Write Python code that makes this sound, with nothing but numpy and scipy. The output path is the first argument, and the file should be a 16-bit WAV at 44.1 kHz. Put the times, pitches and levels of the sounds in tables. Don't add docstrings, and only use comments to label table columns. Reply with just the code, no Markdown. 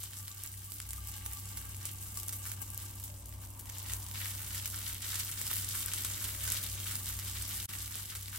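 import sys
import numpy as np
from scipy import signal
from scipy.fft import rfft, irfft
from scipy.io import wavfile

SR = 44100
rng = np.random.default_rng(int(sys.argv[2]) if len(sys.argv) > 2 else 0)


def digitize_waveform(pressure):
    field = np.atleast_2d(pressure).T
    bounded = np.clip(field, -1, 1)
    quanta = np.round(bounded * 32767).astype(np.int16)
    wavfile.write(sys.argv[1], SR, quanta)


N = 369910
TIME = np.arange(N) / SR
FREQS = np.fft.rfftfreq(N, 1 / SR)

RUMBLE_SPECTRUM = [(20, -7), (42, 5.5), (80, 0.5), (120, 5), (160, -2.5), (300, -6), (430, -15),
                   (650, -19.5), (950, -15.5), (1400, -23.5), (4000, -25.5), (16000, -56)]
RUMBLE_LEVEL = [(0, -65), (.5, -66.5), (1.7, -60.5), (4.7, -61), (6.3, -58), (7.65, -59), (7.9, -62.5),
                (8.39, -64.5)]
# t/s, upper resonance/dB, lower resonance/dB
RUSH_LEVELS = [(0, -87, -92), (3.0, -68, -79), (3.12, -69.5, -68.5), (3.8, -60, -78), (4.6, -67, -71.5),
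               (5.6, -89, -83), (6.4, -78, -66), (7.3, -85, -78), (8.39, -83, -87)]
HUM_PARTIALS = [(97, 5.5, 0.2), (192, -17.5, 0.48), (293, -23, .5)]  # f/Hz, level/dB, unsteady share/factor
HUM_LEVEL = [(0, -52), (.5, -51), (1.6, -48), (2.8, -46.5), (3.3, -49.5), (4.4, -47), (6.8, -47.5),
             (7.4, -47.5), (8.39, -50.5)]
DRONE_LEVEL = [(0, -62), (.5, -65), (1, -51.5), (2.7, -55), (4.6, -50.5), (5.3, -54.5), (6.6, -53),
               (7.2, -49), (8.39, -58)]
# f/Hz, t60/s
KITCHEN_DECAY = [(300, 1), (2000, 0.29), (8000, 0.16), (16000, 0.15)]
PAN_MODES = [(843, 68, -3.5), (1165, 27, 4.5), (1603, 24, 0), (2163, 44, -6), (2850, 240, -4.5),
             (7880, 140, -4.5)]
RING_LEVEL = [(0, -68.5), (.8, -70), (1.05, -64), (2.9, -65), (3.15, -73.5), (4.3, -71), (5.7, -69),
              (7.5, -64.5), (8.39, -73)]
# t/s, level/dB, f/Hz, t60/s
SPOON_KNOCKS = [(.981, -45, 1210, 0.053), (2.168, -48, 1160, 0.094), (2.84, -47, 1190, 0.034),
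                (3.094, -58, 585, .3)]
# f/Hz, level/dB
BUBBLE_SPECTRUM = [(250, -27.5), (400, -10), (650, -15.5), (1000, -10), (1500, -6.5), (1850, -7),
                   (2300, -4.5), (2550, -8), (3000, -3.5), (4700, -4.5), (6500, -2), (8100, 1.5), (9200, 0),
                   (12300, 2.5), (15800, -1)]
# t/s, level/dB, mids against treble/dB, spit against snap/dB
LARGE_BLISTERS = [(0.0371, -10, -6, -2.5), (0.2805, -14, 3, -7), (0.4365, -8, -21, -9),
                  (0.7201, -12, -0.5, -8), (0.802, -10.5, 2, -20), (0.9326, -8.5, -4.5, -7),
                  (1.1749, -19, -3, -16), (1.262, -7, -4.5, -8), (1.572, -15.5, -1.5, 7.5),
                  (1.7677, -18, -13, -9), (1.8548, -7, -9, -1), (2.1732, -7, -6, -7), (2.2324, -13, -7, -2),
                  (2.2834, -6, -11, -9), (2.293, -9.5, -3, 0.5), (2.326, -14, -2.5, 8), (2.517, -8, -3, -2),
                  (2.6166, -16, -28, 10), (2.746, -13, -19, -10), (2.777, -7.5, -20, -17),
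                  (2.9992, -17.5, -4, 0), (3.2585, -16, -25, -6), (3.5925, -25.5, -6.5, 14.5),
                  (3.6985, -10, -8, -14), (3.784, -10, -14, -3), (3.9356, -3.5, -6, -10),
                  (4.1139, -11.5, -3, -14), (4.3403, -21, -6, -11), (4.658, -4, -3, -9), (5.144, -11, 3, 1),
                  (5.415, -5, -2, -10), (5.514, -4, 1, -19), (5.558, -6, -11, -13), (5.861, -5, -10, -18),
                  (6.0477, -9.5, 5, 3), (6.2425, -13, 2.5, 8), (6.502, -4.5, -3, -11),
                  (6.5204, -2.5, -2.5, -3), (6.9552, -5.5, -4, -19), (7.0593, -13.5, -4, -14),
                  (7.1902, -15, 4, 0), (7.9551, -8, -2, -3), (8.152, -14, 3, 5), (8.283, -15.5, -1.5, -9)]
# t/s, level/dB, mids/dB (wet batter sounds fuller)
SIMMER = [(0, -49, -9), (.35, -53, -9.5), (1.3, -51, -10), (2.35, -49.5, -13.5), (3.05, -53, -14),
          (3.14, -55.7, -13), (3.58, -57, -15), (3.8, -51.5, -4), (4.05, -50.5, -8.5), (4.4, -46.5, -8.5),
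          (5.0, -47, -7.5), (5.65, -43.5, -8), (6.6, -44, -7.5), (7.05, -46, -8), (7.75, -47, -5.5),
          (8.39, -52, -6)]
# t/s, length/s, surge/dB, extra mids/dB (wetness of the spot)
SPOON_PRESSES = [(0, 0.029, 0.5, 2), (0.134, 0.052, 4, -4.5), (0.399, 0.054, 3, 1.5), (0.51, .04, 3, -1.5),
                 (0.686, 0.097, 3, -3.5), (0.977, 0.055, 2.5, -4), (1.117, .04, -1.5, 6),
                 (1.225, 0.22, 2, -1.5), (1.47, .08, 2, 1), (1.8, .1, 3, 3.5), (2.005, 0.1, 3.5, -2.5),
                 (2.138, 0.067, 4, 0), (2.414, 0.12, 2.5, 3), (2.762, 0.15, 2, 4), (3.017, 0.072, 5, 1.5),
                 (3.401, 0.045, 4.5, 5), (3.85, .1, 5.5, -2.3), (4.134, 0.17, 4.5, 2.4),
                 (4.492, 0.083, 3, 2.5), (4.61, 0.059, 3, 2.5), (4.716, 0.12, 3, 1.5),
                 (4.834, 0.076, 2, 0.5), (5.011, .03, 1.5, 5.5), (5.081, 0.13, 4.5, 3.5),
                 (5.367, 0.25, 3, 1), (5.682, .14, 3, 1), (5.93, .11, 1.5, 0), (6.17, 0.15, 0.5, 0.5),
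                 (6.417, 0.17, 3, 1), (6.611, 0.063, 0.9, 2.5), (6.76, 0.042, 0, 2.5),
                 (6.85, 0.083, 3.5, 1.5), (7.05, .07, -1, 4), (7.25, .05, 3.5, 2.5),
                 (7.332, 0.069, 2.5, 3.5), (7.48, .12, 4.5, 0), (7.948, .06, 3.5, -0.5),
                 (8.076, .05, 2.9, 2.5), (8.312, .06, 4.5, 2)]
# t/s, gain/factor
DROPOUT = [(7.657, 1), (7.663, .1), (7.671, 0), (7.68, .02), (7.687, .15), (7.694, 1)]


def amp(db):
    return 10 ** (np.asarray(db) / 20)


def unit(x):
    return x / np.sqrt(np.mean(x ** 2) + 1e-20)


def curve(rows, column=1):
    rows = np.array(rows)
    return np.interp(TIME, rows[:, 0], rows[:, column])


def at_hz(points, hz):
    f, value = np.transpose(points)
    return np.interp(np.log(hz + 1), np.log(f + 1), value)


def add(mix, s, sound):
    part = mix[:, max(0, round(s * SR)):][:, :sound.shape[1]]
    part += sound[:, :part.shape[1]]


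def noise(gain, side):
    mid, apart = irfft(rfft(rng.standard_normal((2, N))) * gain, N)
    return unit(np.array([mid + side * apart, mid - side * apart]))


def drift(hz):
    return unit(irfft(rfft(rng.standard_normal(N)) / (1 + (FREQS / hz) ** 4), N))


def resonance(hz, width):
    return 1 / (1 + ((FREQS - hz) / width) ** 2)


def room_rumble():
    colour = amp(at_hz(RUMBLE_SPECTRUM, FREQS))
    centre = noise(colour, side=0.086)
    wide = noise(colour * FREQS / (FREQS + 500), side=2.7)
    return (centre + amp(-11) * wide) * amp(curve(RUMBLE_LEVEL) + 4)


def hollow_rush():
    upper = noise(resonance(hz=945, width=205), side=1.0) * amp(curve(RUSH_LEVELS))
    lower = noise(resonance(hz=585, width=75), side=0.43) * amp(curve(RUSH_LEVELS, column=2))
    return upper + lower * amp([[2.5], [-2.5]])


def appliance():
    hum = np.zeros(N)
    for hz, db, unsteady in HUM_PARTIALS:
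        wobble = 1 + unsteady * (drift(hz=6.3) + 1j * drift(hz=9.1))
        hum += amp(db) * (wobble * np.exp(2j * np.pi * hz * TIME)).real
    drone = noise(resonance(hz=62.5, width=3.8), side=0.2) * amp(curve(DRONE_LEVEL))
    return (unit(hum) * amp(curve(HUM_LEVEL)) + drone) * amp([[.6], [-.6]])


def pan_ring(flicker_db=2.5):
    modes = sum(amp(db) * resonance(hz, width) for hz, width, db in PAN_MODES)
    return noise(modes, side=0.94) * amp(curve(RING_LEVEL) + 4.5 + flicker_db * drift(hz=22.7))


def spoon_knocks(attack_s=.001):
    out, t = np.zeros((2, N)), np.arange(SR // 3) / SR
    for s, db, hz, t60 in SPOON_KNOCKS:
        envelope = amp(db - 60 * t / t60) * (1 - np.exp(-t / attack_s))
        knock = envelope * np.sin(2 * np.pi * hz * t)
        add(out, s, np.array([knock, knock]))
    return out


def path_to_microphone(walls_db, rim_db):
    t = np.arange(SR // 4) / SR
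    diffuse = rng.standard_normal((2, len(t))) * (t > .005)
    hz, age, spectra = signal.stft(diffuse, SR, nperseg=256)
    decay = amp(-60 * age / at_hz(KITCHEN_DECAY, hz)[:, None])
    walls = signal.istft(spectra * decay, SR, nperseg=256)[1][:, :len(t)]
    rim = rng.standard_normal(walls.shape) * np.exp(-t / 0.0032) * (t > .0003)
    path = sum(amp(db) * part / np.linalg.norm(part, axis=1, keepdims=True)
               for db, part in [(walls_db, walls), (rim_db, rim)])
    lean = np.tanh(.25 * rng.standard_normal())
    left_lag = rng.choice([0, 1, 2, 2, 3, 3])
    path[0, left_lag] += 1 + lean
    path[1, 1] += 1 - lean
    return path


def burst_colour(x):
    hz = abs(np.fft.fftfreq(2048, 1 / SR))
    log_gain = np.log(amp(at_hz(BUBBLE_SPECTRUM, hz)))
    spectrum = np.exp(np.conj(signal.hilbert(log_gain)))
    burst = np.fft.ifft(spectrum).real[:len(hz) // 2]
    return signal.oaconvolve(x, burst[None] / np.linalg.norm(burst), axes=1)[:, :N]


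def fuller(x, db, band_hz=(750, 5300)):
    mids = signal.sosfiltfilt(signal.butter(2, band_hz, "band", fs=SR, output="sos"), x)
    return x + (amp(db) - 1) * mids


def small_blisters(per_s=9, level_scatter_db=3, colour_scatter_db=13.5):
    rows, simmer_db = [], curve(SIMMER)
    for when, size, mids, spit in rng.uniform(-1, 1, (round(per_s * N / SR), 4)):
        at = int((when + 1) / 2 * N)
        db = simmer_db[at] + 32.5 + level_scatter_db * size
        rows.append((at / SR, db, -10.5 + colour_scatter_db * mids, -15 + colour_scatter_db * spit))
    return rows


def blister_pops(tear_s=0.00051, tear_size=0.36, spit_s=0.014, spit_per_s=4000):
    out, t = np.zeros((2, N)), np.arange(SR // 12) / SR
    lead = 32
    for s, db, mids_db, spit_db in LARGE_BLISTERS + small_blisters():
        snap = (t == 0) + tear_size * rng.standard_normal(len(t)) * np.exp(-t / tear_s)
        spray = rng.standard_normal(len(t)) * (rng.random(len(t)) < spit_per_s / SR)
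        spray *= np.exp(-t / spit_s)
        pop = amp(spit_db) * spray / np.linalg.norm(spray) - snap / np.linalg.norm(snap)
        pop = fuller(np.pad(pop, (lead, 0)), mids_db)
        path = path_to_microphone(walls_db=-10.5, rim_db=-10.5)
        heard = signal.fftconvolve(pop[None], path / np.linalg.norm(path), axes=1)
        add(out, s - lead / SR, amp(db) * heard)
    return amp(0.4) * burst_colour(out)


def pressing(column, attack_s=.025, release_s=.035):
    out = np.zeros(N)
    for press in SPOON_PRESSES:
        since, length = TIME - press[0], press[1]
        landing = np.clip(since / attack_s, 0, 1)
        lifting = np.clip(1 - (since - length) / release_s, 0, 1)
        out += press[column] * landing * lifting
    return out


def bubbles(per_s, spread_db):
    at = np.flatnonzero(rng.random(N) < per_s / SR)
    size = rng.exponential(1, N)[at]
    out = np.zeros(N)
    out[at] = amp(spread_db * np.minimum(size, 4.6)) * (-1) ** at
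    return out


def pitched(x, hz, share):
    band = signal.butter(1, [hz * .75, hz / .75], "band", fs=SR, output="sos")
    return share * signal.sosfilt(band, x) + (1 - share) * x


def bubbling_spots(per_s, strength, count=18, fit_s=.02, fit_db=4.8):
    out = np.zeros((2, N))
    knots = np.arange(0, N / SR + 1, fit_s)
    for hz in np.linspace(1300, 15500, count):
        fits = np.interp(TIME, knots, amp(fit_db * rng.standard_normal(len(knots))))
        path = pitched(path_to_microphone(walls_db=-2.5, rim_db=0), hz, share=0.82)
        clicks = bubbles(per_s / count, spread_db=4) * fits * strength
        out += signal.oaconvolve(clicks[None], path / np.linalg.norm(path), axes=1)[:, :N]
    return out


def sizzle(flurries_per_s=45, flurry_s=0.0042, flurry_depth=0.31):
    surge_db, wetter_db = pressing(column=2), pressing(column=3)
    level_db = curve(SIMMER) + surge_db + 0.13 * drift(hz=14)
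    mids_db = curve(SIMMER, column=2) + wetter_db + 0.16 * drift(hz=14)
    starts = (rng.random(N) < flurries_per_s / SR) * np.minimum(rng.exponential(1, N), 3)
    flurry = 1 + flurry_depth * signal.lfilter([1], [1, -np.exp(-1 / (flurry_s * SR))], starts)
    per_s = 4000 * amp(.7 * (level_db - level_db.mean()))
    clicks = bubbling_spots(per_s, strength=flurry / np.sqrt(per_s))
    return fuller(unit(burst_colour(clicks)), mids_db + 9.5) * amp(level_db + 4)


def scene():
    return (sizzle() + pan_ring() + spoon_knocks()
            + appliance() + room_rumble() + hollow_rush() + blister_pops())


def record(dry, edge_hz=16000):
    lowpass = signal.firwin(401, edge_hz, window=("kaiser", 9), fs=SR)
    return signal.oaconvolve(dry * curve(DROPOUT), lowpass[None], "same")


dry = scene()
out = record(dry)
digitize_waveform(out)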